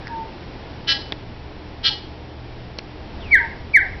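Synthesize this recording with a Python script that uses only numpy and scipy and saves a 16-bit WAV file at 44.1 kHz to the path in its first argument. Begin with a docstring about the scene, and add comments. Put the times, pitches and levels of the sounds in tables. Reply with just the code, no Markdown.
"""A songbird sings close by in a leafy tree, over a faint outdoor rumble and hum. It opens with the faint
fading ring of an earlier note near 1650 Hz, one soft gliding hoot and dry clicks, probably of the bill.
Near 0.9 s and 1.8 s the two sides of its syrinx beat in harsh notes, each trailed by a hoot; clicks follow
at 1.1 s and 2.8 s. After a faint glide, two loud whistles fall at 3.3 s and 3.7 s, just clipping, each
trailed by a hoot. Throughout, trunks and leaves scatter the song, and all is dull above 6 kHz."""
import sys
import numpy as np
from scipy import signal
from scipy.fft import rfft, irfft
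from scipy.io import wavfile
from scipy.ndimage import uniform_filter1d, minimum_filter1d

SR = 44100
rng = np.random.default_rng(int(sys.argv[2]) if len(sys.argv) > 2 else 0)


def output_pcm(signal):
    """Save a mono or channel-first signal as 16-bit PCM at the path in sys.argv[1].

    Samples are clipped to [-1, 1] before scaling.
    """
    pcm = np.clip(np.atleast_2d(signal).T, -1, 1) * 32767
    wavfile.write(sys.argv[1], SR, np.round(pcm).astype(np.int16))


N = 176400

# falling whistles (start [s], length [s], attack [s], mid-fall [s], fall time constant [s], level [dB])
WHISTLE_NOTES = [(3.302, 0.0926, 0.052, 3.347, 0.01143, -2.5), (3.732, 0.075, 0.028, 3.766, .0090, -3)]
# harsh notes (start [s], length [s], attack [s], low voice [Hz], high voice [Hz], level [dB])
RASP_NOTES = [(0.866, 0.081, 0.03, 1349, 1647, 2), (1.826, .082, 0.043, 1326, 1618, 2.5)]
# combination tones of the syrinx (multiple of low voice [-], multiple of high voice [-])
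COMBINATION_ORDERS = [(1, 0), (0, 1), (-1, 2), (3, -1), (2, 0), (1, 1), (0, 2), (-1, 3), (4, -1), (3, 0),
                      (2, 1), (1, 2), (0, 3), (-1, 4), (3, 1)]
# strengths of those tones, a row per harsh note and a column per tone (relative level [dB])
COMBINATION_DB = [(-39, -30.5, -33, -36.5, -32.5, -22.5, -30.5, -41, -38.5, -28, -36, -33.5, -33.5, -34.5, -58),
                  (-38, -36.5, -34.5, -36, -38.5, -26, -24.5, -31, -47, -32.5, -29.5, -35.5, -37, -33, -66)]
# breath spectrum of the harsh notes (frequency [Hz], relative level [dB])
BREATH_SPECTRUM = [(900, -38), (1300, -13.5), (2000, -6.5), (2370, -11.5), (2800, -13), (3200, 3.5),
                   (3700, 1.5), (4200, 6), (4700, -4), (5300, -4.5), (6000, -9)]
# soft glides: first an earlier note's fading ring, then low hoots and one high glide (start [s],
# length [s], first pitch [Hz], final pitch [Hz], settling time [s], level [dB], roughness [share of pitch])
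SOFT_GLIDES = [(.005, 0.16, 1704, 1602, 0.063, -42.5, 0.046), (0.073, 0.18, 1020, 901, 0.028, -27, 0.0048),
               (0.916, 0.082, 956, 761, .03, -38, .05), (1.888, 0.056, 950, 807, 0.024, -33.5, 0.044),
               (3.181, 0.16, 4710, 1790, .065, -40.5, 0.034), (3.385, 0.1, 994, 902, 0.032, -29, .007),
               (3.799, 0.1, 900, 746, 0.028, -37.5, .04)]
# dry clicks (time [s], level [dB], resonance [Hz], width [Hz], relative knock [dB], relative ring [dB])
BILL_CLICKS = [(0.0708, -19, 1750, 450, -20.5, -10), (.079, -29, 1750, 450, -25.5, 0),
               (1.114, -41, 4300, 1500, -25, -22), (1.122, -12, 3420, 900, -1, -36),
               (1.126, -19, 2020, 700, 0, -34), (2.784, -30, 3600, 1800, -11, -34),
               (2.7871, -17, 3360, 1380, 0.5, -38.5), (2.791, -21, 2030, 1200, -8, -31)]
# reflections from ground and trunks (delay [s], gain [dB])
REFLECTIONS = [(.0125, -18.5), (0.025, -19), (0.0491, -12.5), (.066, -22.5), (.097, -22), (.175, -31.5)]
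# spectrum of the outdoor air (frequency [Hz], relative level [dB])
AIR_SPECTRUM = [(13, -30.5), (22, -1), (40, -4), (60, -6), (100, -8.5), (160, -8), (260, -10.5), (380, -10),
                (550, -14.5), (880, -15.5), (1230, -23.5), (2000, -23.5), (3400, -27.5), (5500, -32.5),
                (7000, -63.5)]
# slow swell of the outdoor air (time [s], relative level [dB])
AIR_SWELL = [(0, 1), (1, -.5), (2, -1), (2.8, -1), (3.2, 1.5), (4, -0.5)]
# spectrum of the low buffeting (frequency [Hz], relative level [dB])
BUFFET_SPECTRUM = [(15, -0.5), (40, 0), (80, 4), (160, -23.5), (600, -69)]
# course of the low buffeting (time [s], level [dB])
BUFFET_LEVELS = [(0, -56), (.9, -52.5), (1.3, -41), (1.9, -49.5), (2.6, -56), (3.2, -40), (3.6, -41),
                 (4, -36)]
# tones of the distant hum (frequency [Hz], first level [dB], last level [dB])
HUM_TONES = [(75.6, -50, -41), (118.9, -46, -44), (301, -54.5, -48)]

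WHISTLE_TOP_HZ, WHISTLE_END_HZ, WHISTLE_RELEASE_S, WHISTLE_JITTER = 2378, 1502, .018, .005
LOW_END_DB, OVERTONE_DB, OVERTONE_FLUTTER = -15, -32.5, .91
RASP_RELEASE_S, RASP_ARCH, RASP_JITTER, RASP_FLUTTER, BREATH_DB = .032, .011, .0058, .17, -20.5
THROAT_LAG_S_PER_HZ = 4e-7  # higher tones leave the throat a little later
GLIDE_ATTACK_SHARE, GLIDE_RELEASE_S = .37, .028
CLICK_TIME_SCALE_S, KNOCK_HZ, BILL_RING_HZ = .0012, 342, 5000
NEAR_DB, NEAR_T60_S, WOOD_DB, WOOD_T60_S = -12.5, .08, -14.5, .48
SHEEN_HZ, SHEEN_WIDTH_HZ, SHEEN_DB = 4870, 720, -.5
RASP_WET_DB, WHISTLE_WET_DB, GLIDE_WET_DB, CLICK_WET_DB = -1.5, 0, -3, -17.5  # gains into the scattering
AIR_DB, AIR_DRIFT_DB, AIR_DRIFT_HZ = -37, .5, 1.5
BAND_HZ, BAND_STOP_HZ, TOP_HZ = 5740, 6280, 15800
LIMIT_LEVEL, LIMIT_SAMPLES, CLIP_LEVEL = .81, 221, .715


def undb(db):
    """Amplitude ratio: a factor of ten per 20 dB."""
    return 10 ** (np.asarray(db) / 20)


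def unit(x):
    """Normalisation to rms 1."""
    return x / np.sqrt(np.mean(x ** 2) + 1e-20)


def drift(rate_hz):
    """Low-pass filtering of white noise gives a smooth random drift of rms 1."""
    lowpass = np.exp(-.5 * (np.fft.rfftfreq(N, 1 / SR) / rate_hz) ** 2)
    return unit(irfft(rfft(rng.standard_normal(N)) * lowpass, N))


def noise(spectrum):
    """Spectral shaping of white noise gives coloured noise of rms 1."""
    hz, db = np.array(spectrum).T
    f = np.fft.rfftfreq(N, 1 / SR) + 1
    gain = undb(np.interp(np.log(f), np.log(hz), db))
    return unit(irfft(rfft(rng.standard_normal(N)) * gain, N))


def resonate(x, hz, width_hz):
    """Forced response of a damped resonator."""
    return signal.lfilter(*signal.iirpeak(hz, hz / width_hz, fs=SR), x)


def envelope(age, length, attack, release):
    """Amplitude envelope with sine-squared attack and release."""
    rise = np.sin(np.pi / 2 * np.clip(age / attack, 0, 1))
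    fall = np.sin(np.pi / 2 * np.clip((length - age) / release, 0, 1))
    return (rise * fall) ** 2


def phase_of(hz):
    """Phase is the time integral of angular frequency."""
    return 2 * np.pi * np.cumsum(hz) / SR


def whistles(t):
    """Frequency modulation: a nearly pure tone slides down an S-curve and weakens at the bottom."""
    out = np.zeros(N)
    for start, length, attack, middle, fall, db in WHISTLE_NOTES:
        fallen = .5 + .5 * np.tanh((t - middle) / fall / 2)
        hz = WHISTLE_TOP_HZ + (WHISTLE_END_HZ - WHISTLE_TOP_HZ) * fallen
        phase = phase_of(hz * (1 + WHISTLE_JITTER * drift(120)))
        overtone = undb(OVERTONE_DB) * (1 + OVERTONE_FLUTTER * drift(120)) * np.sin(2 * phase)
        shape = envelope(t - start, length, attack, WHISTLE_RELEASE_S)
        out += undb(db + LOW_END_DB * fallen ** 4) * shape * (np.sin(phase) + overtone)
    return out


def rasps(t):
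    """Nonlinear coupling: two voices make sum and difference tones; air puffs out once per beat."""
    out = np.zeros(N)
    for (start, length, attack, low_hz, high_hz, db), strengths in zip(RASP_NOTES, COMBINATION_DB):
        on = (t > start) & (t < start + length)
        age = t[on] - start
        arch = RASP_ARCH * (.1 - (2 * age / length - 1) ** 2)  # pitch is highest mid-note
        low, high = (phase_of(hz * (1 + arch + RASP_JITTER * drift(90)[on])) for hz in (low_hz, high_hz))
        tones = 0
        for (m, n), tone_db in zip(COMBINATION_ORDERS, strengths):
            phase_lag = np.pi * THROAT_LAG_S_PER_HZ * (m * low_hz + n * high_hz) ** 2
            flutter = 1 + RASP_FLUTTER * drift(80)[on]
            tones += undb(tone_db) * flutter * np.cos(m * low + n * high - phase_lag)
        puffs = unit(.19 + np.sin((high - low) / 2) ** 2)
        breath = undb(BREATH_DB) * puffs * noise(BREATH_SPECTRUM)[on]
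        out[on] += undb(db) * envelope(age, length, attack, RASP_RELEASE_S) * (np.sqrt(2) * tones + breath)
    return out


def soft_glides(t):
    """Exponential relaxation: soft tones sink towards a pitch, blurred by random frequency modulation."""
    out = np.zeros(N)
    for start, length, first_hz, final_hz, settle, db, roughness in SOFT_GLIDES:
        age = np.maximum(t - start, 0)
        hz = final_hz + (first_hz - final_hz) * np.exp(-age / settle)
        tone = np.sin(phase_of(hz * (1 + roughness * drift(140))))
        out += undb(db) * envelope(age, length, GLIDE_ATTACK_SHARE * length, GLIDE_RELEASE_S) * tone
    return out


def bill_clicks(t):
    """Impulsive excitation: very short cracks ring the bill's resonances, with a dull knock below."""
    out = np.zeros(N)
    for start, db, hz, width, knock_db, ring_db in BILL_CLICKS:
        scaled_age = np.maximum(t - start, 0) / CLICK_TIME_SCALE_S
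        crack = rng.standard_normal(N) * np.sqrt(scaled_age) * np.exp(-2 * scaled_age)
        body = resonate(resonate(crack, hz, width), hz, 2 * width)
        knock = resonate(crack, KNOCK_HZ, width_hz=900)
        ring = resonate(crack, BILL_RING_HZ, width_hz=500)
        for part, part_db in ((body, 0), (knock, knock_db), (ring, ring_db)):
            out += undb(db + part_db) * part / np.abs(part).max()
    return out


def trees(x, t):
    """Reflection and scattering: distinct echoes, a short tail from near leaves, a longer from the wood."""
    response = np.zeros(N)
    for db, t60, onset_s in ((NEAR_DB, NEAR_T60_S, .004), (WOOD_DB, WOOD_T60_S, .03)):
        build_up = np.minimum(t / onset_s, 1) ** 2
        tail = rng.standard_normal(N) * np.exp(-np.log(1000) * t / t60) * build_up
        response += undb(db) * unit(tail) / np.sqrt(N)
    response += undb(SHEEN_DB) * resonate(response, SHEEN_HZ, SHEEN_WIDTH_HZ)  # leaves return more treble
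    for delay, db in REFLECTIONS:
        response[int(delay * SR)] += undb(db)
    return signal.fftconvolve(x, response)[:N]


def background(t):
    """Slow modulation: outdoor air and low buffeting swell and fade over a wavering distant hum."""
    swell_db = np.interp(t, *np.array(AIR_SWELL).T)
    air = noise(AIR_SPECTRUM) * undb(AIR_DB + swell_db + AIR_DRIFT_DB * drift(AIR_DRIFT_HZ))
    buffet_db = np.interp(t, *np.array(BUFFET_LEVELS).T)
    buffets = noise(BUFFET_SPECTRUM) * undb(buffet_db + 2.3 * drift(5.4))
    hum = np.zeros(N)
    for hz, first_db, last_db in HUM_TONES:
        db = first_db + (last_db - first_db) * t / t[-1] + 2 * drift(2)
        hum += undb(db) * np.sqrt(2) * np.sin(phase_of(hz + 1.5 * drift(4)))
    return air + buffets + hum


def scene():
    """Superposition: the direct song, its scattered sound and the background add."""
    t = np.arange(N) / SR
    song = [(rasps(t), RASP_WET_DB), (whistles(t), WHISTLE_WET_DB),
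            (soft_glides(t), GLIDE_WET_DB), (bill_clicks(t), CLICK_WET_DB)]
    direct = sum(x for x, _ in song)
    scattered = trees(sum(x * undb(db) for x, db in song), t)
    return (direct + scattered + background(t))[None]


def record(dry):
    """Band limiting and saturation: the treble is cut; a quick limiter holds peaks, which still clip."""
    f = np.fft.rfftfreq(N, 1 / SR)
    lowpass = np.clip((BAND_STOP_HZ - f) / 300, 0, 1) / np.sqrt(1 + (f / BAND_HZ) ** 70)
    dull = irfft(rfft(dry) * lowpass, N)
    gain = minimum_filter1d(LIMIT_LEVEL / np.maximum(np.abs(dull), LIMIT_LEVEL), 2 * LIMIT_SAMPLES + 1)
    gain = uniform_filter1d(uniform_filter1d(gain, LIMIT_SAMPLES), LIMIT_SAMPLES)
    clipped = np.clip(dull * gain, -CLIP_LEVEL, CLIP_LEVEL)
    return signal.sosfilt(signal.ellip(8, .1, 80, TOP_HZ, fs=SR, output="sos"), clipped)


dry = scene()
out = record(dry)
output_pcm(out)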